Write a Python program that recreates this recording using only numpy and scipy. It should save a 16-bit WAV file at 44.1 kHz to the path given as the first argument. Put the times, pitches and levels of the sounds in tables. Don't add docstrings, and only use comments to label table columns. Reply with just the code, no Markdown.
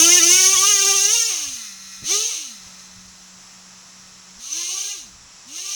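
import sys
import numpy as np
from scipy import signal
from scipy.fft import rfft, irfft
from scipy.io import wavfile
from scipy.ndimage import uniform_filter1d

SR = 44100
rng = np.random.default_rng(int(sys.argv[2]) if len(sys.argv) > 2 else 0)


def wav_record(signal):
    frames = np.transpose(np.atleast_2d(signal))
    bounded = np.clip(frames, -1, 1)
    quanta = np.round(bounded * 32767).astype(np.int16)
    wavfile.write(sys.argv[1], SR, quanta)


def gain_from_db(level_db):
    decades = np.asarray(level_db, float) / 20
    return 10 ** decades


N = 253565
TIME = np.arange(N) / SR


def unit(x):
    return x / np.sqrt(np.mean(x ** 2))


def walk(rate):
    size = N // 8 + 1
    hold = max(int(SR / 8 / rate), 2)
    levels = rng.standard_normal(size // hold + 2)
    steps = np.interp(np.arange(size) / hold, np.arange(len(levels)), levels)
    return 1.3 * uniform_filter1d(steps, hold).repeat(8)[:N]


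def colour(x, gain):
    size = 2 ** 12
    cepstrum = irfft(np.log(gain(np.arange(size // 2 + 1) * SR / size) + 1e-6))
    cepstrum[1:size // 2] *= 2
    cepstrum[size // 2 + 1:] = 0
    response = irfft(np.exp(rfft(cepstrum)))
    return signal.fftconvolve(x, response)[:N]


def ring(x, modes, steep):
    def gain(f):
        power = sum(gain_from_db(db) ** 2 / (1 + (2 * (f - hz) / width) ** 2) ** steep for hz, width, db in modes)
        return np.sqrt(power)
    return unit(colour(x, gain))


# (time [s], firing rate [Hz],
# level [dB])
LAUNCH_PULL = [(0.0, 320.8, -10), (0.18, 364.4, -10.5), (0.205, 328.7, -13.5), (0.349, 367.7, -11),
               (0.544, 388.7, -13.5), (0.57, 365.4, -13.5), (0.701, 420.2, -13), (0.76, 392.6, -16),
               (1.064, 397.3, -17.5), (1.148, 466.6, -16), (1.287, 452.6, -21)]
# (time [s], firing rate [Hz], level [dB])
BLIP_PULL = [(2.035, 194.3, -36), (2.062, 248.8, -26.5), (2.107, 364.9, -19.5), (2.144, 408, -18.5),
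             (2.301, 469, -24.5)]
# (time [s], firing rate [Hz], level [dB])
TURN_PULL = [(4.365, 196.3, -60), (4.406, 237, -37.5), (4.486, 275.6, -32.5), (4.56, 328.6, -27),
             (4.796, 390.7, -25.5), (4.9, 406.6, -27.5), (4.95, 402.4, -32.5)]
# (time [s], firing rate [Hz], level [dB])
EXIT_PULL = [(5.44, 189.3, -68), (5.484, 257, -40.5), (5.569, 347.7, -30), (5.641, 381.5, -29.5),
             (5.75, 398, -27.5)]
# (regular share [0-1], first drop of revs [0-1], run-down time [s], fade [dB/s])
PULL_ENDINGS = [
    (1, .2, .4, 32.5),
    (0.89, .1, .22, 50.5),
    (0.58, 0, 0.12, 112),
    (0.54, .03, .2, 60),
]
# (time [s], distance [m], idle firing rate [Hz], idle level [dB])
DRIVE_AWAY = [(0, 4.1, 193, -30), (1.3, 11.5, 192.6, -39), (1.898, 29, 192.2, -37),
              (2.75, 32.9, 185.6, -43.5), (3.501, 18.2, 185.6, -51), (4.4, 31, 184.7, -51),
              (5.1, 26.7, 184, -61.5)]


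def throttle():
    stall_hz = 99.05
    overrun_clean, idle_clean = 0.21, 0.43
    snap_s, settle_s, catch_s = 0.025, 0.17, 0.08
    s, _, idle_hz, idle_db = np.transpose(DRIVE_AWAY)
    hz = np.interp(TIME, s, idle_hz)
    db = np.interp(TIME, s, idle_db)
    clean = np.full(N, idle_clean)
    overrun = np.zeros(N)
    pulls = [LAUNCH_PULL, BLIP_PULL, TURN_PULL, EXIT_PULL]
    for pull, (share, drop, down_s, fade) in zip(pulls, PULL_ENDINGS):
        s, pull_hz, pull_db = np.transpose(pull)
        begun = TIME >= s[0]
        since = np.maximum(TIME - s[-1], 0)
        run_down = np.exp(-since / down_s) * (1 - drop * (1 - np.exp(-since / snap_s)))
        revs = stall_hz + (np.interp(TIME, s, pull_hz) - stall_hz) * run_down
        level = np.interp(TIME, s, pull_db) - fade * since
        hz = np.where(begun, np.maximum(hz, revs), hz)
        db = np.where(begun, np.maximum(db, level), db)
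        shut = (since > 0) * np.exp(-since / settle_s)
        caught = np.clip((TIME - s[0]) / catch_s, 0, 1) if s[0] > 0 else 1
        pulling = clean + caught * (share - clean)
        coasting = clean - shut * (idle_clean - overrun_clean)
        clean = np.where(begun & (since == 0), pulling, coasting)
        overrun += shut
    smooth = SR // 40
    return hz, db, np.clip(uniform_filter1d(clean, smooth), 0, 1), uniform_filter1d(overrun, smooth)


def firings(hz, rolling):
    overtones = 46
    unsteady = 1 + (0.0015 + 0.007 * rolling) * walk(110)
    angle = 2 * np.pi * np.cumsum(hz * unsteady) / SR
    train = np.zeros(N)
    lags = rng.uniform(0, 2, overtones)
    for k in range(2, overtones):
        flicker_db = (1.5 + 3.6 * rolling) * walk(34 + 5 * k)
        audible = k * hz < SR / 2.2
        train += gain_from_db(flicker_db) * np.cos(k * angle + np.pi * lags[k]) * audible
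    return angle, train * np.sqrt(3 * hz / SR)


# (frequency [Hz], width [Hz], level [dB])
BELLY_MODES = [(780, 350, 0)]
# (frequency [Hz], width [Hz], level [dB])
PIPE_MODES = [(1230, 350, -3), (1700, 400, -5), (2100, 500, 0)]
# (frequency [Hz], width [Hz], level [dB])
STINGER_MODES = [(2450, 300, -9), (2900, 520, 0)]
# (frequency [Hz], width [Hz], level [dB])
JET_MODES = [(3750, 1100, -18), (4750, 900, -14), (5500, 600, -8), (6250, 1100, 0), (8450, 900, -13)]
# (frequency [Hz], width [Hz], level [dB])
SIZZLE_MODES = [(9670, 400, -7), (10810, 960, 3.5), (13300, 2400, -27), (18400, 5100, 0)]
# (frequency [Hz], width [Hz], level [dB])
RASP_MODES = [(3660, 400, 0.5), (4105, 400, 11)]
# (frequency [Hz], width [Hz], level [dB])
CASING_MODES = [(1300, 150, -9), (1950, 450, -8), (2550, 350, -7), (5370, 260, 1), (5790, 150, -1),
                (9950, 250, -12)]


def engine(hz, first_db, jet_db, pipe_db, sizzle_db, rasp_db, clean, grass_db):
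    rolling = np.clip((hz - 200) / 80, 0, 1)
    angle, train = firings(hz, rolling)
    cycle = (angle / (2 * np.pi)).astype(int)
    puff = gain_from_db(0.6 * rng.standard_normal(N // 50)[cycle])
    gas = unit((1 + 0.14 * np.cos(angle - 0.8)) * puff * rng.standard_normal(N))

    def mix(share):
        return np.sqrt(share) * train + np.sqrt(1 - share) * gas

    bang = mix(1 - (1 - clean) ** 1.5)
    belly = ring(bang, BELLY_MODES, steep=2.46) * gain_from_db(pipe_db - 16.5 + 0.47 * grass_db)
    pipe = ring(bang, PIPE_MODES, steep=2.5) * gain_from_db(pipe_db - 3.5 + grass_db)
    stinger = ring(mix(0.82 * clean ** 2), STINGER_MODES, steep=2.29) * gain_from_db(pipe_db - 2.5)
    jet = ring(mix(0.45 * clean), JET_MODES, steep=2.5) * gain_from_db(jet_db - 0.7)
    sizzle = ring(mix(0.17 * clean), SIZZLE_MODES, steep=1.35) * gain_from_db(sizzle_db + 0.4)
    rasp = ring(mix(0.083 * clean), RASP_MODES, steep=2.68) * gain_from_db(rasp_db)
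    casing = ring(mix(1.8 * np.minimum(clean, 0.5)), CASING_MODES, steep=2)
    casing *= gain_from_db(np.maximum(jet_db, -49) - 3.5)
    first = np.sqrt(2) * np.cos(angle) * gain_from_db(first_db + 0.8 + 1.4 * walk(30))
    body = (0.3 + 0.7 * rolling) * (belly + pipe + stinger)
    body += (0.7 + 0.3 * rolling) * jet + sizzle + rasp
    idle = (1 - rolling) * np.minimum(2 * clean, 1) * casing
    return first + gain_from_db(0.9 * walk(22)) * (body + idle)


# (time [s], echo delay [s])
FENCE_DELAY = [(0, 0.081), (2.0, 0.05), (4.4, .09), (5.75, 0.084)]


def fence(x, echo_db):
    lag = np.interp(TIME, *np.transpose(FENCE_DELAY))
    late = np.interp(TIME - lag, TIME, x, left=0)
    smear = rng.standard_normal(SR // 10) * np.exp(-np.arange(SR // 10) / (0.017 * SR))
    smear /= np.sqrt(np.sum(smear ** 2))
    return gain_from_db(echo_db) * signal.fftconvolve(late, smear)[:N]


# (frequency [Hz], level per Hz [dB])
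HUSH_COLOUR = [(30, -13.5), (150, 0), (450, -7.5), (1100, 0.5), (2200, -4), (4500, -2.5), (5700, 6.5),
               (6600, 1.5), (7600, 2), (9200, -25), (9800, -6.5), (11500, -32), (17000, -18.5)]
# (time [s], peak level [dB], centre frequency [Hz], length [s])
WIND_BUMPS = [(0.116, -66, 120, 0.12), (0.352, -42.5, 89, 0.11), (.55, -45, 60, 0.16),
              (0.893, -42, 57.8, .06), (1.133, -54, 67.6, 0.14), (1.502, -50, 65.2, 0.12),
              (2.034, -40.5, 150.3, 0.04), (2.667, -55, 80.4, 0.048), (2.975, -49.5, 60.8, 0.032),
              (3.076, -54, 58.8, 0.044), (4.39, -54, 39.6, 0.045), (5.14, -55, 60.3, 0.042)]


def garden(duck_db):
    hz, db = np.transpose(HUSH_COLOUR)
    hush = colour(rng.standard_normal(N), lambda f: gain_from_db(np.interp(np.log(f + 1), np.log(hz), db)))
    wind = ring(rng.standard_normal(N), [(45.3, 68, -3), (128, 92, -6.5)], steep=1.8)
    wind *= gain_from_db(-65.5 + 4.8 * walk(6.08))
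    out = (unit(hush) * gain_from_db(-46 + 1.0 * walk(4.72)) + wind) * gain_from_db(duck_db)
    size = SR // 2
    for s, peak_db, centre_hz, length in WIND_BUMPS:
        middle = int(s * SR)
        at = slice(max(middle - size // 2, 0), middle + size // 2)
        push = np.exp(-((TIME[at] - s) / (length / 2)) ** 2)
        thud = ring(rng.standard_normal(size), [(centre_hz, centre_hz * 1.75, 0)], steep=1.8)
        thud = thud[-len(push) - 2 ** 12:-2 ** 12]
        thud = np.pad(thud, (len(push) - len(thud), 0))
        out[at] += gain_from_db(peak_db + 0.27 * duck_db[at]) * push * thud
    return out


def scene():
    hz, db, clean, overrun = throttle()
    s, metres = np.transpose(DRIVE_AWAY)[:2]
    far = np.log10(np.interp(TIME, s, metres) / 3)

    def away(near_db, per_tenfold_db):
        return near_db + per_tenfold_db * far

    first_db = np.maximum(db + away(-17.5, -12), np.minimum(-56.5, db - 7))
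    first_db += away(2.3, 2.5) * (hz > 1.1 * hz.min()) * walk(21.91)
    pipe_db = db + away(-10.5, 1.5)
    sizzle_db = db + away(-11, -3.5)
    rasp_db = db + away(-23, 12.5)
    grass_db = away(0.2, -8.5) + 0.5 * overrun
    car = engine(hz, first_db, db, pipe_db, sizzle_db, rasp_db, clean, grass_db)
    echo = fence(car, away(-26, 13) + 5 * overrun)
    duck_db = -0.75 * np.clip(db + 42, 0, 22)
    return (car + echo + garden(duck_db))[None]


def band_limit(x):
    return signal.sosfilt(signal.butter(12, 18310, fs=SR, output="sos"), x)


def record(dry):
    top = signal.ellip(10, 0.2, 80, 17200, fs=SR, output="sos")
    mix = signal.sosfilt(top, np.clip(dry, -1, 1))
    return band_limit(mix)


dry = scene()
out = record(dry)
wav_record(out)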